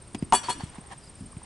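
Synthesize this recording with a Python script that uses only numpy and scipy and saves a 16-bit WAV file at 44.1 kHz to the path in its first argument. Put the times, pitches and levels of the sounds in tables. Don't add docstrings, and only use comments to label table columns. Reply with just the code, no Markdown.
import sys
import numpy as np
from scipy import signal
from scipy.fft import rfft, irfft
from scipy.io import wavfile

SR = 44100
rng = np.random.default_rng(int(sys.argv[2]) if len(sys.argv) > 2 else 0)


def wrap_up_sound(samples):
    columns = np.atleast_2d(samples).T
    tamed = np.clip(columns, -1, 1)
    steps = np.round(tamed * 32767).astype(np.int16)
    wavfile.write(sys.argv[1], SR, steps)


N = 63945

# centre in seconds, level in dB, contact pitch in Hz, relative crack in dB.
KNOCKS = [(.3263, -11, 1000, 2), (.3307, -8.5, 830, -19), (.3351, -18, 900, -10), (.3374, -10, 920, -13),
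          (.3427, -13, 960, -14), (.3508, -22, 900, -8), (.4874, -22, 970, -9), (.4905, -23, 970, -11),
          (.4947, -26, 970, -4), (.5039, -26, 950, 2), (.5080, -28, 975, -4)]
# frequency in Hz, gain in dB, 60 dB decay time in seconds.
POLE_MODES = [(245, -25, .08), (385, -16, .07), (590, -26, .06), (742, -19, .085), (903, -24, .055),
              (978, -14.5, .115), (1165, -26, .12), (1700, -26, .2)]
CUP_MODES = [(2422, -12.5, .13), (2911, -8.5, .11), (3379, -4.5, .08), (5686, -16, .5), (6100, -17, .22),
             (7452, -15, .16), (7704, -5, .1), (8456, -7, .06), (8710, -15, .15), (9130, -17, .12),
             (9839, -7, .05), (10340, -13, .1), (10755, -15, .14)]
# start, hold and decay in seconds; level, treble lift and ring gain in dB.
RATTLES = [(0.327, 0.00083, 0.00093, -31, -3, -38), (0.3317, 0.0017, 0.015, -25, 5.5, -7.5),
           (0.3443, .01, 0.006, -27.5, 5, -0.5), (0.354, 0.026, 0.018, -36, 1, -3.5),
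           (0.432, 0.012, 0.1, -37.5, -5.5, -18), (0.4925, 0.01, 0.016, -30, 0.5, -5.5),
           (0.526, 0.0043, .002, -44, 9, -8), (0.595, 0.057, 0.045, -49.5, -4, -11.5)]
# peak in seconds, frequency in Hz, level in dB, rise in seconds.
LIP_RINGS = [(.372, 4489, -30.5, .018), (.457, 4489, -36.5, .012), (.512, 4288, -31, .009),
             (.527, 4489, -39, .003), (.61, 4489, -45.5, .008)]
# start in seconds, level in dB, pitch in Hz, rise in seconds, relative grit in dB.
HOOF_FALLS = [(0.144, -32.5, 210, 0.0019, -44), (0.147, -24, 400, 0.0039, -5.5),
              (0.2245, -16.5, 297, 0.0035, -22.5), (0.634, -22.5, 222.6, 0.0043, -19),
              (0.7825, -31, 318, 0.0046, -16), (1.207, -31, 217, 0.005, -21.5),
              (1.262, -34.5, 168, 0.0021, -27), (1.367, -29, 217, 0.0041, -20)]
# start in seconds, level in dB, frequency in Hz.
CLACKS = [(1.329, -44.5, 1110), (1.418, -42, 950)]
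# centre in seconds, half-width in seconds, level in dB.
SCUFFS = [(0.61, 0.0075, -39.5), (0.755, 0.022, -50.5), (0.86, 0.038, -55.5), (0.923, 0.012, -42),
          (1.447, 0.0084, -53.5)]
PATTERS = [(0.178, 0.015, -46), (0.584, 0.028, -40), (1.23, 0.015, -40.5), (1.256, 0.0082, -53)]
# centre in seconds, level in dB.
CHIPS = [(.160, -57), (.191, -54), (.226, -54), (1.039, -54), (1.077, -52)]
# frequency in Hz, relative level in dB.
CRACK_SPECTRUM = [(60, 3), (160, -9), (400, 13.5), (520, 0.5), (1200, 8.5), (1600, -1), (3000, -3),
                  (11000, -22.5)]
CLATTER_SPECTRUM = [(300, -2), (1150, 5), (1700, 1.5), (2600, -1), (3250, 3.5), (4000, -4), (6500, -3.5),
                    (7600, -1), (8000, 4.5), (8600, 2), (9700, -0.5), (11000, -8.5)]
CLATTER_SIDE_SPECTRUM = [(400, 5), (2000, 10), (9000, -2)]
GRIT_SPECTRUM = [(200, -26), (800, 5.5), (1500, -11.5), (2600, 1), (4000, -15), (10000, -15)]
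GROUND_SPECTRUM = [(30, -29), (70, 24.5), (190, 3), (400, 12.5), (800, -69)]
SCUFF_SPECTRUM = [(200, -6), (550, -3), (800, 8), (1050, 8), (1350, -6), (1850, 2), (2450, -9), (3000, -6),
                  (5000, -15), (11000, -19)]
PATTER_SPECTRUM = [(40, -5.5), (110, 1), (300, -3), (480, -30), (1100, -51), (3000, -61)]
AIR_SPECTRUM = [(12, -50), (20, -2), (88, 3), (619, -14), (1020, -15.5), (1560, -20), (4980, -26),
                (5990, -29.5), (8010, -29), (8670, -16.5), (11000, -53), (14300, -72), (22000, -120)]
CHORUS_SPECTRUM = [(3500, -28), (5100, -5), (6500, -17), (7900, -4), (8650, -14), (9300, -6), (11000, -8.5)]
ECHO_SPECTRUM = [(300, -0.5), (850, -5.5), (1500, 6.5), (11000, -8.5)]

KNOCK_S, CRACK_S, CRACK_DB, POLE_SCATTER_S = .0013, .003, -3, .003
CLATTER_DB, TREBLE_HZ, CUP_WIDTH, LIP_T60_S = -1, 6800, .3, .085
SAG_RATIO, SAG_S, GRIT_S, CLACK_S = .14, .0091, .0058, .0014
GROUND_DB, GROUND_RISE_S = -24, .0125
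INSECT_HZ, INSECT_DB, STROKE_S, FIRST_STROKE_S, STROKE_PERIOD_S = 8800, -45.5, .0052, .022, .05655
BACKSTROKE_DELAY_S, BACKSTROKE_DB = .021, -15


def pole():
    t = since(0)
    wood, kicks, crack_power = 0, np.zeros(N), 0
    for at, db, hz, crack_db in KNOCKS:
        wood += undb(db) * swell(at, KNOCK_S) * np.cos(2 * np.pi * hz * (t - at))
        kicks[round((at - .25 / hz) * SR)] += undb(db)
        age = since(at - 2 * KNOCK_S)
        crack_power += (undb(db + crack_db) * (age > 0) * np.exp(-age / CRACK_S)) ** 2
    for hz, db, t60 in POLE_MODES:
        wood += undb(db) * convolve(kicks, np.sin(2 * np.pi * hz * t) * decay(0, t60))
    scatter = unit(rng.standard_normal(N) * np.exp(-t / POLE_SCATTER_S)) / np.sqrt(N)
    crack = undb(CRACK_DB) * np.sqrt(crack_power) * noise(CRACK_SPECTRUM, width=.069)
    return spread(wood, convolve(wood, scatter), width=.17) + crack


def cups():
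    out, drives = 0, []
    freqs = np.fft.rfftfreq(N, 1 / SR)
    for start, hold, fall, db, treble_db, steel_db in RATTLES:
        force = undb(db) * (since(start) > 0) * np.exp(-since(start + hold) / fall)
        mid, side = (unit(force * clicks(per_s=4500, spread_db=2.5)) for _ in range(2))
        bout = spread(colour(mid, CLATTER_SPECTRUM), colour(side, CLATTER_SIDE_SPECTRUM), CUP_WIDTH)
        bout *= undb(CLATTER_DB) * np.sqrt(np.mean(force ** 2))
        out += irfft(rfft(bout) * treble_shelf(freqs, treble_db), N)
        drives.append((undb(steel_db) * force, treble_db))
    for hz, db, t60 in CUP_MODES:
        power = sum((drive * treble_shelf(hz, treble_db)) ** 2 for drive, treble_db in drives)
        energy_decay = decay(0, t60) ** 2
        stored = np.abs(convolve(power, energy_decay / energy_decay.sum()))
        out += undb(db) * np.sqrt(stored) * steel_tone(hz)
    return out


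def cup_lips():
    out = 0
    for at, hz, db, rise in LIP_RINGS:
        envelope = np.where(since(0) < at, swell(at, rise), decay(at, LIP_T60_S))
        out += undb(db) * envelope * steel_tone(hz) / np.sqrt(2)
    return out


def steel_tone(hz, waver=.18):
    mid, side = (np.sin(2 * np.pi * (hz * since(0) + rng.random()) + waver * walk(rate=71))
                 for _ in range(2))
    return np.sqrt(2) * spread(mid, side, CUP_WIDTH) * (1 + waver * walk(rate=90))


def hooves():
    out, grit, ground = 0, noise(GRIT_SPECTRUM, width=.34), noise(GROUND_SPECTRUM, width=.1)
    for start, db, hz, rise, grit_db in HOOF_FALLS:
        t = since(start)
        cycles = hz * (SAG_RATIO * t + (1 - SAG_RATIO) * SAG_S * (1 - np.exp(-t / SAG_S)))
        thud = bump(start, rise) ** 2 * np.sin(2 * np.pi * cycles)
        spit = undb(grit_db) * (t > 0) * np.exp(-t / GRIT_S) * grit
        shudder = undb(GROUND_DB) * bump(start, GROUND_RISE_S) * ground
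        out += undb(db) * (thud + spit + shudder)
    for start, db, hz in CLACKS:
        out += undb(db) * bump(start, CLACK_S) * np.sin(2 * np.pi * hz * since(start))
    return out


def sand():
    scuffs = sum(undb(db) * swell(at, half) for at, half, db in SCUFFS)
    patters = sum(undb(db) * swell(at, half) for at, half, db in PATTERS)
    mid, side = (colour(clicks(per_s=1400, spread_db=3), SCUFF_SPECTRUM) for _ in range(2))
    return scuffs * spread(mid, side, width=.55) + patters * noise(PATTER_SPECTRUM, width=.036)


def insect():
    out = 0
    for at in np.arange(FIRST_STROKE_S, N / SR, STROKE_PERIOD_S):
        hz = INSECT_HZ + 20 * rng.standard_normal()
        stroke = chirp(at, STROKE_S, hz, arch_hz=140, fall_hz_per_s=1200)
        backstroke = chirp(at + BACKSTROKE_DELAY_S, STROKE_S, hz=9050, arch_hz=37, fall_hz_per_s=0)
        out += stroke + undb(BACKSTROKE_DB) * backstroke
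    return undb(INSECT_DB) * out * (1 + .51 * walk(rate=120))


def bird():
    chips = sum(undb(db) * chirp(at, half=.0085, hz=4930, arch_hz=60, fall_hz_per_s=17000)
                for at, db in CHIPS)
    return chips * (1 + .19 * walk(rate=260))


def air(rumble_db=-49.5, chorus_db=-60):
    rumble = undb(rumble_db) * noise(AIR_SPECTRUM, width=.2)
    return rumble + undb(chorus_db + 2 * walk(rate=17.64)) * noise(CHORUS_SPECTRUM, width=.2)


def echo(x, db=-23, onset_s=.05, t60=.6):
    envelope = (1 - np.exp(-since(0) / onset_s)) * decay(0, t60)
    tails = unit(envelope * noise(ECHO_SPECTRUM, width=.8)) / np.sqrt(N)
    return undb(db) * np.array([convolve(x, tail) for tail in tails])


def undb(db):
    return 10 ** (np.asarray(db) / 20)


def unit(x):
    return x / np.sqrt(np.mean(x ** 2) + 1e-30)


def since(start):
    return np.maximum(np.arange(N) / SR - start, 0)


def decay(start, t60):
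    return np.exp(-np.log(1000) * since(start) / t60)


def swell(centre, half):
    return np.exp(-.5 * ((since(0) - centre) / half) ** 2)


def bump(start, rise):
    u = since(start) / rise
    return u * np.exp(1 - u)


def chirp(centre, half, hz, arch_hz, fall_hz_per_s):
    t = since(0) - centre
    pitch = hz - arch_hz * (t / half) ** 2 - fall_hz_per_s * t
    return swell(centre, half) * np.sin(2 * np.pi * np.cumsum(pitch) / SR)


def clicks(per_s, spread_db):
    hits = rng.random(N) < per_s / SR
    return unit(hits * np.sign(rng.standard_normal(N)) * undb(spread_db * rng.standard_normal(N)))


def walk(rate):
    return np.interp(since(0) * rate, np.arange(N), rng.standard_normal(N))


def convolve(x, response):
    return signal.fftconvolve(x, response)[:N]


def colour(x, spectrum):
    hz, db = np.array(spectrum, float).T
    freqs = np.maximum(np.fft.rfftfreq(N, 1 / SR), 1)
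    gain = undb(np.interp(np.log(freqs), np.log(hz), db))
    return irfft(rfft(x) * unit(gain), N)


def treble_shelf(hz, db):
    return undb(db / (1 + (TREBLE_HZ / np.maximum(hz, 1)) ** 8))


def spread(mid, side, width):
    return mid + width * side * np.array([[1], [-1]])


def noise(spectrum, width):
    mid, side = (colour(rng.standard_normal(N), spectrum) for _ in range(2))
    return spread(mid, side, width)


def scene():
    pan = undb([[.45], [-.45]])
    near = pan * (pole() + cups() + cup_lips()) + hooves() + sand()
    return near + echo(near.mean(axis=0)) + insect() + bird() + air()


def record(dry, cutoff_hz=11020):
    return signal.sosfilt(signal.ellip(12, .2, 70, cutoff_hz, fs=SR, output="sos"), dry)


dry = scene()
out = record(dry)
wrap_up_sound(out)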